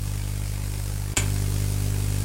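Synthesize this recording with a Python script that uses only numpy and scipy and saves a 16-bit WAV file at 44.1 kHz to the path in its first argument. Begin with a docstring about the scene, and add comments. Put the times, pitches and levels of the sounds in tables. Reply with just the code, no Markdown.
"""A home-built high-voltage coil buzzes in a small room. Once a mains cycle its streamers flare:
a low push of hum and a burst of hissing, crackling sparks. The coil drops out for a moment,
a switch snaps over and rings its loose box, and the coil runs on, louder, at higher power.
Sparks and switch echo briefly in the room, over a faint noise floor."""
import sys
import numpy as np
from scipy import signal
from scipy.fft import rfft, irfft, next_fast_len
from scipy.io import wavfile
from scipy.ndimage import map_coordinates

SR = 44100
rng = np.random.default_rng(int(sys.argv[2]) if len(sys.argv) > 2 else 0)


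def waveform_to_disk(signal):
    """Save audio, clipped to [-1, 1], as 16-bit WAV at the path in sys.argv[1]."""
    frames = np.transpose(np.atleast_2d(signal))
    scaled = np.clip(frames, -1, 1) * 32767
    samples = np.round(scaled).astype(np.int16)
    wavfile.write(sys.argv[1], SR, samples)


N = 99136

MAINS_HZ = 49.88
# The coil's two runs, low power then high:
# (on [s], off [s], time of one flare [s], hiss level [dB], crackle level [dB])
COIL_RUNS = [(-.1, 1.1368, .0168, -43, -46), (1.171, 2.4, 1.2016, -39.5, -44)]


def amp(db):
    """Decibels to gain."""
    return 10 ** (np.asarray(db) / 20)


def unit(x):
    """Scale to rms 1."""
    return x / np.sqrt(np.mean(x ** 2) + 1e-20)


def along(points, hz):
    """Read a curve of (frequency, value) points on a log frequency axis."""
    freqs, values = np.transpose(points)
    return np.interp(np.log(hz + 1), np.log(freqs + 1), values)


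def wobble(per_s):
    """A smooth random curve with per_s knots a second."""
    knots = rng.standard_normal(int(N * per_s / SR) + 4)
    return map_coordinates(knots, [np.arange(N) * per_s / SR])


def filtered(x, response):
    """Filter x by a gain given as a function of frequency."""
    size = next_fast_len(N + SR // 2)
    return irfft(rfft(x, size) * response(np.fft.rfftfreq(size, 1 / SR)), size)[:N]


def coloured(x, eq):
    """x through an EQ curve, at rms 1."""
    return unit(filtered(x, lambda hz: amp(along(eq, hz))))


def noise(eq):
    """Coloured noise of rms 1."""
    return coloured(rng.standard_normal(N), eq)


def powered(t, on, off, rise_s, stop_s=0.00022):
    """The coil's gate: it builds up, but cuts out at once."""
    return np.clip((t - on) / rise_s, 0, 1) * np.clip((off - t) / stop_s, 0, 1)


def hum(t):
    """One push of air a mains cycle; the upper partials waver more and build up more slowly."""
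    # Hum partials: (multiple of the mains, level at low power [dB], level at high power [dB])
    partials = [(1, -31.8, -29.7), (2, -31, -26.4), (3, -39.8, -35.6), (4, -54.5, -51), (5, -51, -43),
                (6, -51.5, -47), (7, -65, -60), (8, -60.5, -49), (9, -61, -55), (10, -61, -59),
                (11, -64, -60.5), (12, -70, -60), (14, -65, -59.5)]
    sag_db_per_s = 0.5  # the hum sinks slowly, at low power only
    out = np.zeros(N)
    for run, (on, off, flare_s, *_) in enumerate(COIL_RUNS):
        sag = amp(-sag_db_per_s * (t - off / 2)) if run == 0 else 1
        for k, *levels in partials:
            waver = 0.0073 * k ** 1.8 * (wobble(14) + 1j * wobble(14.13))  # in level and phase
            phase = 2 * np.pi * k * MAINS_HZ * (t - flare_s)
            partial = unit(np.imag((1 + waver) * np.exp(-1j * phase)))
            out += amp(levels[run]) * partial * sag * powered(t, on, off, rise_s=k * 0.0072)
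    return out


def flares(cycles, stretch, rise_s=0.002, fall_s=0.0032):
    """One swell a mains cycle, quick to rise and slower to fall, each of its own size."""
    nearest = np.round(cycles).astype(int)
    sizes = amp(rng.normal(0, 1.3, 256))
    age = (cycles - nearest) / MAINS_HZ
    width = stretch * np.where(age < 0, rise_s, fall_s)
    return sizes[nearest % len(sizes)] * np.exp(-.5 * (age / width) ** 2)


def streamers(t):
    """The discharge: hiss, single spark cracks and a low flutter, all swelling with each flare."""
    # Tone of the hiss, the cracks and the flutter, each: (frequency [Hz], relative level [dB])
    hiss_eq = [(150, -39), (400, 0.5), (800, -2.5), (1500, -8.5), (2500, -8), (3500, -6), (5000, -3.5),
               (6500, -2), (8500, 0.5), (10000, -0.5), (12000, -4.5), (15500, -7.5)]
    crackle_eq = [(150, 15), (400, 2), (850, 2.5), (1200, 2.5), (1700, 3), (2400, 4), (3400, -2.5),
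                  (4800, -0.5), (6500, -9.5), (9000, -4), (12000, -11.5), (15500, -8)]
    flutter_eq = [(25, 12), (60, 7), (130, 0.5), (240, -3), (400, -2), (600, -10), (1200, -16), (4000, -56)]
    sparks_per_s, flutter_db = 6000, -50.5
    lag_s = 0.0007  # sparks peak just after the hum's push
    out = np.zeros(N)
    for on, off, flare_s, hiss_db, crackle_db in COIL_RUNS:
        cycles = (t - flare_s - lag_s) * MAINS_HZ
        main_flare = flares(cycles, stretch=0.97)
        back_flare = amp(-3) * flares(cycles + .5, stretch=1)  # the opposite half cycle
        steady_glow = amp(-5)
        swell = unit(np.sqrt(main_flare ** 2 + back_flare ** 2 + steady_glow ** 2))
        hiss = amp(hiss_db) * swell * noise(hiss_eq) * amp(0.39 * wobble(11.92))
        strikes = rng.random(N) < sparks_per_s / SR
        cracks = strikes * amp(rng.normal(0, 1.5, N)) * rng.choice([-1, 1], N)
        cracks *= flares(cycles, stretch=0.94)  # tighter round the peak than the hiss
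        crackle = amp(crackle_db) * coloured(cracks, crackle_eq)
        flutter = amp(flutter_db) * swell * noise(flutter_eq)
        out += powered(t, on, off, rise_s=0.0059) * (hiss + crackle + flutter)
    return out


def surroundings(hz):
    """Response round the coil: the direct path plus narrow resonances that the sparks ring."""
    # Resonances near the coil: (centre [Hz], width [Hz], relative level [dB])
    resonances = [(379, 11, 7.5), (839, 30, 4.5), (1450, 17, -5.5), (1630, 29, 0), (2164, 44, -7.5),
                  (2520, 95, -3), (4680, 53, -3.5), (5530, 90, -3), (6700, 58, -8)]
    ringing = sum(amp(db) * 1j * hz * width / (centre ** 2 - hz ** 2 + 1j * hz * width)
                  for centre, width, db in resonances)
    return 1 + amp(-5) * ringing


def room(x):
    """The small room's reverb: the treble dies first."""
    # Decay of the room: (frequency [Hz], t60 [s])
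    decay = [(200, 0.35), (2000, 0.29), (7000, 0.17), (15000, 0.1)]
    hz, age, spectra = signal.stft(rng.standard_normal(SR // 2), SR, nperseg=256)
    fade = amp(-60 * age / along(decay, hz)[:, None])
    tail = signal.istft(spectra * fade, SR, nperseg=256)[1]
    impulse = np.pad(tail, (SR // 400, 0)) / np.linalg.norm(tail)  # 2.5 ms pre-delay
    return signal.fftconvolve(x, impulse)[:N]


def wandering_echo(x, t, paths):
    """The streamers keep moving, so each cycle reaches the room by a path picked at random."""
    path = rng.integers(paths, size=256)[(t * MAINS_HZ).astype(int)]
    return sum(room(x * (path == k)) for k in range(paths))


def room_tone():
    """A faint, steady noise floor, mostly rumble."""
    # Tone of the floor: (frequency [Hz], relative level [dB])
    floor_eq = [(25, 9), (120, 9), (400, -17), (1500, -6), (8000, -26), (15000, -47)]
    return amp(-52) * noise(floor_eq)


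def switch(t):
    """A tiny tick at first touch, then the contacts snap home and ring the loose box."""
    # Hits of the contacts: (time [s], level [dB])
    contacts = [(1.1676, -17), (1.1712, -16), (1.1788, -32.5)]
    # Modes of the switch and its box: (frequency [Hz], relative level [dB], t60 [s])
    modes = [(680, -11, 0.096), (1073, -12, 0.082), (1580, -10.5, 0.095), (2207, -12.5, 0.14),
             (2470, -9, 0.085), (2570, -4.5, 0.037), (2860, -16, 0.047), (3223, -9.5, .1),
             (3610, -11.5, 0.092), (4030, -12.5, 0.085), (7020, 0, .04), (7480, -7, 0.051),
             (7765, -7, 0.045), (8460, -20, 0.038)]
    # Tone of the snap: (frequency [Hz], relative level [dB])
    snap_eq = [(150, 1.5), (500, 5.5), (1800, -4), (2500, 8.5), (4200, -2.5), (6200, -1), (7400, 5.5),
               (9500, 0), (11500, -9), (15500, -17)]
    tick_s, tick_t60_s = 1.1639, 0.0024
    attack_s, snap_t60_s = 0.00057, 0.054
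    tick_envelope = amp(-24.5 - 60 * np.abs(t - tick_s) / tick_t60_s) * (t > tick_s)
    out = tick_envelope * rng.standard_normal(N)
    for hit_s, hit_db in contacts:
        age = np.maximum(t - hit_s, 0)
        rattle_rad = 0.68 * wobble(350)  # the loose box smears the phase of its ring
        ring = sum(amp(db - 60 * age / t60) * np.sin(2 * np.pi * (hz * age + rng.random()) + rattle_rad)
                   for hz, db, t60 in modes)
        snap = amp(-0.5 - 60 * age / snap_t60_s) * noise(snap_eq)
        attack = 1 - np.exp(-age / attack_s)
        out += amp(hit_db) * attack * (amp(-6.5) * ring + snap)
    return out


def scene():
    """Mono mix: dry hum, sparks and switch with their reverb, and room tone."""
    t = np.arange(N) / SR
    sparks = filtered(streamers(t), surroundings)
    click = switch(t)
    reverb = amp(-4.5) * wandering_echo(sparks, t, paths=4) + amp(-4) * room(click)
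    return (hum(t) + sparks + click + reverb + room_tone())[None]


def record(dry):
    """A brick-wall low-pass takes off the very top."""
    return filtered(dry[0], lambda hz: hz < 15850)[None]


dry = scene()
out = record(dry)
waveform_to_disk(out)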